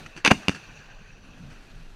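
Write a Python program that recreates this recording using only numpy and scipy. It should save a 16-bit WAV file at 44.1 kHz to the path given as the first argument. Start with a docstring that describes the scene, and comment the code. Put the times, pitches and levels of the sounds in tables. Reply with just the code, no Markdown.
"""A field at night: mortar shells go off, a cluster of near lift charges, a double bang and a few far ones.
Near fronts are pressure pulses with scattered copies, filtered by the closed case around the microphone.
Low pushes ring the mortar tubes, noise bursts make the spray and the far bangs, random taps the echoes.
Shaped noise forms the field's roar, the hiss of a burning flare, rumble and wind; a faint squeak glides up.
The input stage overloads on the loudest peaks."""
import sys
import numpy as np
from scipy import signal
from scipy.io import wavfile
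from scipy.ndimage import uniform_filter1d

SR = 44100
rng = np.random.default_rng(int(sys.argv[2]) if len(sys.argv) > 2 else 0)


def gain_from_db(level_db):
    """Turn a decibel level (scalar or array-like) into a linear amplitude factor."""
    decades = np.asarray(level_db, float) / 20
    return 10 ** decades


def int16_out(signal):
    """Quantize to a 16-bit WAV file."""
    q = np.round(np.clip(np.atleast_2d(signal).T, -1, 1) * 32767)
    wavfile.write(sys.argv[1], SR, q.astype(np.int16))


N = 85995

# near blast fronts: start_s, peak_db (of the front behind the case wall), front_length_s,
# scatter_db (before division by 4), scatter_t60_s
NEAR_FRONTS = [(.2435, -42, .0003, 6, .1), (.2475, -30, .0002, 0, .04), (.2490, -2, .00007, -12, .02),
               (.2515, -10, .0002, -2, .06), (.2583, -8, .0001, -8, .04), (.2617, -3, .0002, -8, .03),
               (.2601, -9, .0001, -6, .03), (.2652, -8, .00015, -8, .03), (.2677, -10, .0001, -10, .04),
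               (.2745, -14, .0001, 0, .03), (.2762, -4, .0001, -6, .02), (.2797, -11, .0002, -8, .04),
               (.3040, -24, .0004, 4, .06), (.3092, -7, .0006, -10, .03), (.3111, -3, .0002, -10, .03),
               (.3132, -4, .0005, -8, .03), (.3149, -3, .0004, -10, .03), (.3174, -5, .00025, -8, .02),
               (.3186, -7, .0004, -12, .025), (.4832, -9, .0001, -20, .02), (.4836, -4, .00008, -18, .025),
               (.4941, -13, .00012, -14, .025)]
# onsets of the low pushes: start_s
PUSH_STARTS = [.1625, .2485, .2775, .3092, .3157, .4832, .4939]
# low pushes that ring a tube, one row per onset: push_db (before doubling), push_length_s,
# ring_db (before halving), pitch_factor; both parts are low-passed afterwards
PUSHES = [(-56, .002, -32.5, .8), (-44, .001, -18, 1.33), (-54, 0.00081, -11.5, 1.014),
          (-12.5, 0.00051, -21, 1.4), (3, 0.0007, -7, 1.044), (-6.5, 0.00054, -11.5, 1.058),
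          (-11.5, 0.00097, -13, .98)]
# mortar tube modes: pitch_hz (before the pitch factor), level_db (before the ring level), t60_s
TUBE_MODES = [(109, -20, 0.174), (206.7, 2, .06), (265, -5, .05), (384, -6, .04)]
# air modes of the case, relative to the direct sound: pitch_hz, level_db, t60_s
CASE_MODES = [(1070, -27.5, 0.017), (1626, -22, .015), (2810, -11, 0.0073), (3673, -23.5, 0.018),
              (4880, -12, 0.0059), (6100, -2.5, 0.0059), (8940, -24, 0.0028)]
# relative transmission through the case wall: frequency_hz, gain_db
CASE_WALL = [(100, -34), (300, -2), (500, -7.5), (1000, -5), (3300, 0), (4000, -5), (6500, -15.5),
             (7500, -17), (10000, 9.5), (13000, -27), (15000, -42), (16500, -87)]
# relative spectrum of the bright spray of burning gas: frequency_hz, gain_db
SPRAY_COLOUR = [(3820, -23), (6500, -2.5), (6800, -8.5), (8090, -13), (8790, -10), (9660, -19),
                (13400, -28), (14600, -26), (16000, -38)]
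# decay of the answer from racks and ground: frequency_hz, t60_s
ECHO_DECAY = [(100, 0.37), (400, 0.17), (1500, 0.11), (4000, 0.3), (12000, 0.45)]
# far bangs, smeared by distance: start_s, level_db (before halving), rise_s, t60_s
FAR_BANGS = [(0.0617, -29, 0.00069, 0.031), (0.0644, -34.5, 0.0024, 0.028), (0.164, -30.5, .001, 0.061),
             (0.174, -29.5, 0.0016, 0.092), (0.179, -53, 0.0017, 0.058), (.199, -40, 0.0021, 0.059),
             (0.501, -27, .003, 0.033), (0.512, -29.5, 0.0026, 0.097), (0.545, -29.5, 0.0032, 0.1),
             (.557, -31.5, 0.0023, 0.058), (.630, -38.5, .003, 0.036), (1.497, -45, 0.0059, 0.4)]
# relative spectrum of the far bangs after air and case: frequency_hz, gain_db
FAR_BANG_COLOUR = [(180, -42), (300, 0), (486, -16), (1050, -13), (1280, -9.5), (1570, -2), (2130, -13.5),
                   (2720, -8), (3990, -28.5), (4540, -14), (5170, -23.5), (5970, -15), (6680, -27),
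                   (7600, -25), (14000, -52)]
# thin rising squeak: start_s, length_s, from_hz, to_hz
SQUEAK_GLIDE = (1.232, .055, 9900, 10250)
# lingering roar of the field, level of its 1000-3500 Hz band: time_s, level_db
ROAR_LEVEL = [(0.0, -53.5), (0.26, -57), (0.368, -49.5), (0.802, -51.5), (0.966, -54.5), (1.232, -57),
              (1.602, -59.5), (1.786, -60), (1.95, -64.5)]
# relative spectrum of the roar: frequency_hz, gain_db
ROAR_COLOUR = [(180, -52), (300, -12), (364, -16), (407, -2), (448, -11), (478, -8.5), (681, -6),
               (1070, -6.5), (1180, -3.5), (1300, -10.5), (1570, 1), (2170, -10.5), (2590, 2), (3290, -14),
               (4690, -11.5), (5170, -23), (5970, -10), (7970, -32.5), (14000, -41)]
# flare hiss, level of its treble band: time_s, level_db
FLARE_LEVEL = [(0.0, -67.5), (0.286, -87.5), (0.4, -70.5), (0.678, -77), (0.95, -84.5), (1.216, -82),
               (1.492, -75), (1.656, -75), (1.95, -76.5)]
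# relative spectrum of the flare: frequency_hz, gain_db
FLARE_SPECTRUM = [(180, -21), (300, 4), (500, -11.5), (543, -11), (610, -3.5), (1140, -11), (1460, -3.5),
                  (1590, -10), (2880, -13.5), (4140, -13), (5390, -19), (13100, -32.5), (15500, -54)]
# treble band to which the flare level refers: low_hz, high_hz
FLARE_TREBLE = (8000, 13000)
# distant low rumble, in two stretches: time_s, level_db
RUMBLE_LEVEL = [
    [(0.0, -51), (0.07, -51.5), (0.112, -56), (0.126, -64), (0.14, -74), (0.15, -53.5)],
    [(0.6, -53.5), (0.686, -52.5), (0.768, -59), (0.802, -50.5), (0.858, -58), (0.934, -52), (0.96, -58.5),
     (1.016, -46.5), (1.058, -58), (1.302, -45.5), (1.324, -49.5), (1.528, -49), (1.558, -53.5),
     (1.84, -56), (1.854, -55), (1.95, -59)],
]
# relative spectrum of the rumble: frequency_hz, gain_db
RUMBLE_SPECTRUM = [(29, -36), (50, -20.5), (76, -3), (160, 0), (258, -7), (328, -21.5), (498, -19),
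                   (564, -23), (600, -23), (780, -57), (1320, -120)]
# gusts on the case, in two stretches: time_s, level_db
WIND_LEVEL = [
    [(0.0, -51.5), (0.066, -49), (0.084, -46), (0.164, -44.5), (0.194, -51), (0.224, -53), (0.28, -49)],
    [(0.36, -56), (0.43, -58), (0.466, -64), (0.59, -78), (0.678, -48.5), (0.856, -55), (0.98, -45.5),
     (1.086, -57.5), (1.138, -49.5), (1.204, -53.5), (1.678, -46.5), (1.736, -46.5), (1.762, -43.5),
     (1.922, -44), (1.95, -47)],
]
# relative spectrum of the wind: frequency_hz, gain_db
WIND_SPECTRUM = [(4.7, -35), (8.0, 1), (27, 8), (40, 1.5), (54, -27.5), (90, -7.5), (120, -31), (200, -120)]

SCATTER_RISE_S = .0005  # onset of scattered copies and of the spray


def near_fronts():
    """Scattering: a sharp front is followed by a decaying train of random copies, all behind the case wall."""
    out = np.zeros(N)
    grit = rng.standard_normal((len(NEAR_FRONTS), 8192))
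    t = np.arange(8192) / SR
    for (start_s, peak_db, length_s, scatter_db, t60_s), draws in zip(NEAR_FRONTS, grit):
        pulse = front(t, length_s)
        decay = gain_from_db(scatter_db - 60 * t / t60_s) * np.minimum(t / SCATTER_RISE_S, 1)
        scatter = signal.oaconvolve(decay * draws / 4, pulse[:256])[:len(t)]
        front_peak = abs(housing(pulse)).max()
        add(out, start_s, gain_from_db(peak_db) * housing(pulse + scatter) / front_peak)
    return out


def lift_pushes():
    """Resonance: the low push of a lift charge sets the air column of its tube ringing."""
    ring_rise_s, ring_low_cut_hz, dull_hz = 0.00056, 173, 2600
    out, t = np.zeros(N), np.arange(8192) / SR
    low_cut = signal.butter(1, ring_low_cut_hz, "high", fs=SR)
    dulling = signal.butter(2, dull_hz, fs=SR)
    for start_s, (push_db, length_s, ring_db, pitch_factor) in zip(PUSH_STARTS, PUSHES):
        ring = gain_from_db(ring_db) * np.minimum(t / ring_rise_s, 1) * ringing(TUBE_MODES, t, pitch_factor) / 2
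        push = gain_from_db(push_db) * 2 * front(t, length_s)
        thump = push - signal.lfilter(*low_cut, ring)
        add(out, start_s, signal.lfilter(*dulling, thump))
    return out


def front(t, length_s):
    """Blast wave: a pressure jump and the suction after it, as the microphone's inverted polarity shows it."""
    u = t / length_s
    return -(1 - u) * np.exp(-u) * np.minimum(u * 4, 1)


def ringing(modes, t, pitch_factor=1):
    """Modal superposition: each mode is an exponentially decaying sine."""
    return sum(gain_from_db(level_db - 60 * t / t60_s) * np.sin(2 * np.pi * pitch_hz * pitch_factor * t)
               for pitch_hz, level_db, t60_s in modes)


def housing(x):
    """Transmission and resonance: the case wall colours the sound and its air modes ring."""
    t = np.arange(2048) / SR
    direct_and_modes = (t == 0) + ringing(CASE_MODES, t)
    inside = signal.oaconvolve(x, direct_and_modes)
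    return signal.oaconvolve(inside, causal(CASE_WALL))[:len(x)]


def gas_spray():
    """Turbulent noise: the powers of short bright sprays add, one per front, each with a faint long tail."""
    burst_db, burst_t60_s = -20, 0.0097  # level relative to the front's peak
    tail_db, tail_t60_s = -47.5, 0.32
    power, t = np.zeros(N), np.arange(16384) / SR
    # doubled decibels turn amplitude into power
    decay = gain_from_db(2 * (burst_db - 60 * t / burst_t60_s)) + gain_from_db(2 * (tail_db - 60 * t / tail_t60_s))
    rise = np.minimum(t / SCATTER_RISE_S, 1)
    for start_s, peak_db, *_ in NEAR_FRONTS:
        add(power, start_s, gain_from_db(2 * peak_db) * rise * decay)
    spray = np.sqrt(power) * rng.standard_normal(N)
    return signal.oaconvolve(spray, causal(SPRAY_COLOUR))[:N]


def echoes(x):
    """Reverberation: sparse reflections of random sign, each band dying at its own speed."""
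    echo_db = -14.5  # energy of the whole response
    taps = np.zeros(SR // 2)
    slots = np.arange(300, len(taps) - 20, 20)  # one reflection in every 20 samples
    taps[slots + rng.integers(0, 20, len(slots))] = rng.choice([-1., 1.], len(slots))
    hz, t, spectra = signal.stft(taps, SR, nperseg=256)
    decay = gain_from_db(-60 * t / read(ECHO_DECAY, hz)[:, None])
    response = signal.istft(spectra * decay, SR, nperseg=256)[1]
    return gain_from_db(echo_db) * signal.fftconvolve(x, response / np.linalg.norm(response))[:N]


def far_bangs():
    """Propagation loss: a distant charge has no clean front, only a coloured noise burst."""
    out = np.zeros(N)
    grit = rng.standard_normal((len(FAR_BANGS), 8192))
    t = np.arange(8192) / SR
    for (start_s, level_db, rise_s, t60_s), draws in zip(FAR_BANGS, grit):
        body = signal.oaconvolve(draws, causal(FAR_BANG_COLOUR))[:len(t)] / 2
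        envelope = gain_from_db(level_db - 60 * t / t60_s) * np.minimum(t / rise_s, 1)
        add(out, start_s, envelope * body)
    return out


def squeak():
    """Frequency glide: the phase of a faint tone is the running sum of its rising frequency."""
    peak_db = -75
    start_s, length_s, from_hz, to_hz = SQUEAK_GLIDE
    t, out = np.arange(0, length_s, 1 / SR), np.zeros(N)
    pitch_hz = from_hz + (to_hz - from_hz) * t / length_s
    tone = np.sin(2 * np.pi * np.cumsum(pitch_hz) / SR)
    add(out, start_s, gain_from_db(peak_db) * tone * np.sin(np.pi * t / length_s) ** .5)
    return out


def field_roar():
    """Diffuse field: the lingering echo of the field is heard as patchy coloured noise."""
    return noise(ROAR_COLOUR, ROAR_LEVEL, patchy_db=2.5, flicker_db=0.7, band=(1000, 3500))


def flare_hiss():
    """Combustion noise: the burning flare is a random hiss whose level is set in its treble."""
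    return noise(FLARE_SPECTRUM, FLARE_LEVEL, patchy_db=-0.7, flicker_db=-1.0, band=FLARE_TREBLE)


def low_rumble():
    """Low-pass noise: the distant rumble keeps only low frequencies and wanders in level."""
    return noise(RUMBLE_SPECTRUM, sum(map(list, RUMBLE_LEVEL), []), patchy_db=3.5, flicker_db=-1.8, size=2048)


def wind():
    """Flow noise: gusts on the case are very low random pressure changes."""
    return noise(WIND_SPECTRUM, sum(map(list, WIND_LEVEL), []), patchy_db=0.0, flicker_db=1.5, size=8192)


def noise(colour, curve, patchy_db, flicker_db, size=512, band=(0, 1e9)):
    """Random short-time spectra: patches and a shared flicker vary noise whose band follows a level curve."""
    hop = size // 4
    frames, hz = N // hop + 5, np.fft.rfftfreq(size, 1 / SR)
    real, imaginary, patches = rng.standard_normal((frames, len(hz), 3)).T
    patches = uniform_filter1d(patches, size=6, axis=0)  # along frequency
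    patches = evened(uniform_filter1d(patches, size=12, axis=1))  # along time
    flicker = evened(uniform_filter1d(rng.standard_normal(frames), size=5))
    shape = gain_from_db(read(colour, hz))
    in_band = (hz >= band[0]) & (hz < band[1])
    band_share = np.sqrt(np.sum(shape[in_band] ** 2) / np.sum(shape ** 2))
    variation = gain_from_db(patchy_db * patches + flicker_db * flicker)
    spectra = (real + 1j * imaginary) * shape[:, None] * variation
    x = evened(signal.istft(spectra, nperseg=size, noverlap=size - hop)[1][:N]) / band_share
    return x * gain_from_db(np.interp(np.arange(N) / SR, *np.transpose(curve)))


def causal(points, size=4096):
    """Minimum phase: the Hilbert transform of log gain gives a causal impulse response, here of energy 1."""
    gain_db = read(points, abs(np.fft.fftfreq(size, 1 / SR)))
    log_gain = np.log(gain_from_db(np.maximum(gain_db, -100)))
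    taps = np.fft.ifft(np.exp(np.conj(signal.hilbert(log_gain)))).real[:size // 2]
    return taps / np.linalg.norm(taps)


def read(points, hz):
    """Logarithmic frequency scale: interpolate a table of values over log frequency."""
    f, value = np.transpose(points)
    return np.interp(np.log(hz + 1), np.log(f + 1), value)


def evened(x):
    """Normalisation: scale to an rms of 1."""
    return x / np.sqrt(np.mean(x ** 2) + 1e-20)


def add(mix, start_s, sound):
    """Linear superposition: add a sound in place from its start time."""
    part = mix[round(start_s * SR):][:len(sound)]
    part += sound[:len(part)]


def scene():
    """Superposition: bangs and their echoes sum with spray, squeak, roar, hiss, rumble and wind."""
    near = near_fronts() + lift_pushes()
    bangs = near + echoes(near) + gas_spray() + far_bangs()
    background = field_roar() + flare_hiss() + low_rumble() + wind()
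    return (bangs + squeak() + background)[None]


def top_cut(x):
    """Nothing passes above the cut-off."""
    return signal.sosfilt(signal.butter(12, 16320, fs=SR, output="sos"), x)


def record(dry):
    """Limiting: the excess over the ceiling is low-passed and removed, so loud peaks flatten without harsh treble."""
    ceiling, knee = .97, 30  # full-scale amplitude; a larger knee exponent bends more sharply
    smooth_hz = 7000
    limited = dry / (1 + abs(dry / ceiling) ** knee) ** (1 / knee)
    smoothing = signal.butter(3, smooth_hz, fs=SR, output="sos")
    excess = signal.sosfiltfilt(smoothing, dry - limited)
    mix = dry - excess
    return top_cut(mix)


dry = scene()
out = record(dry)
int16_out(out)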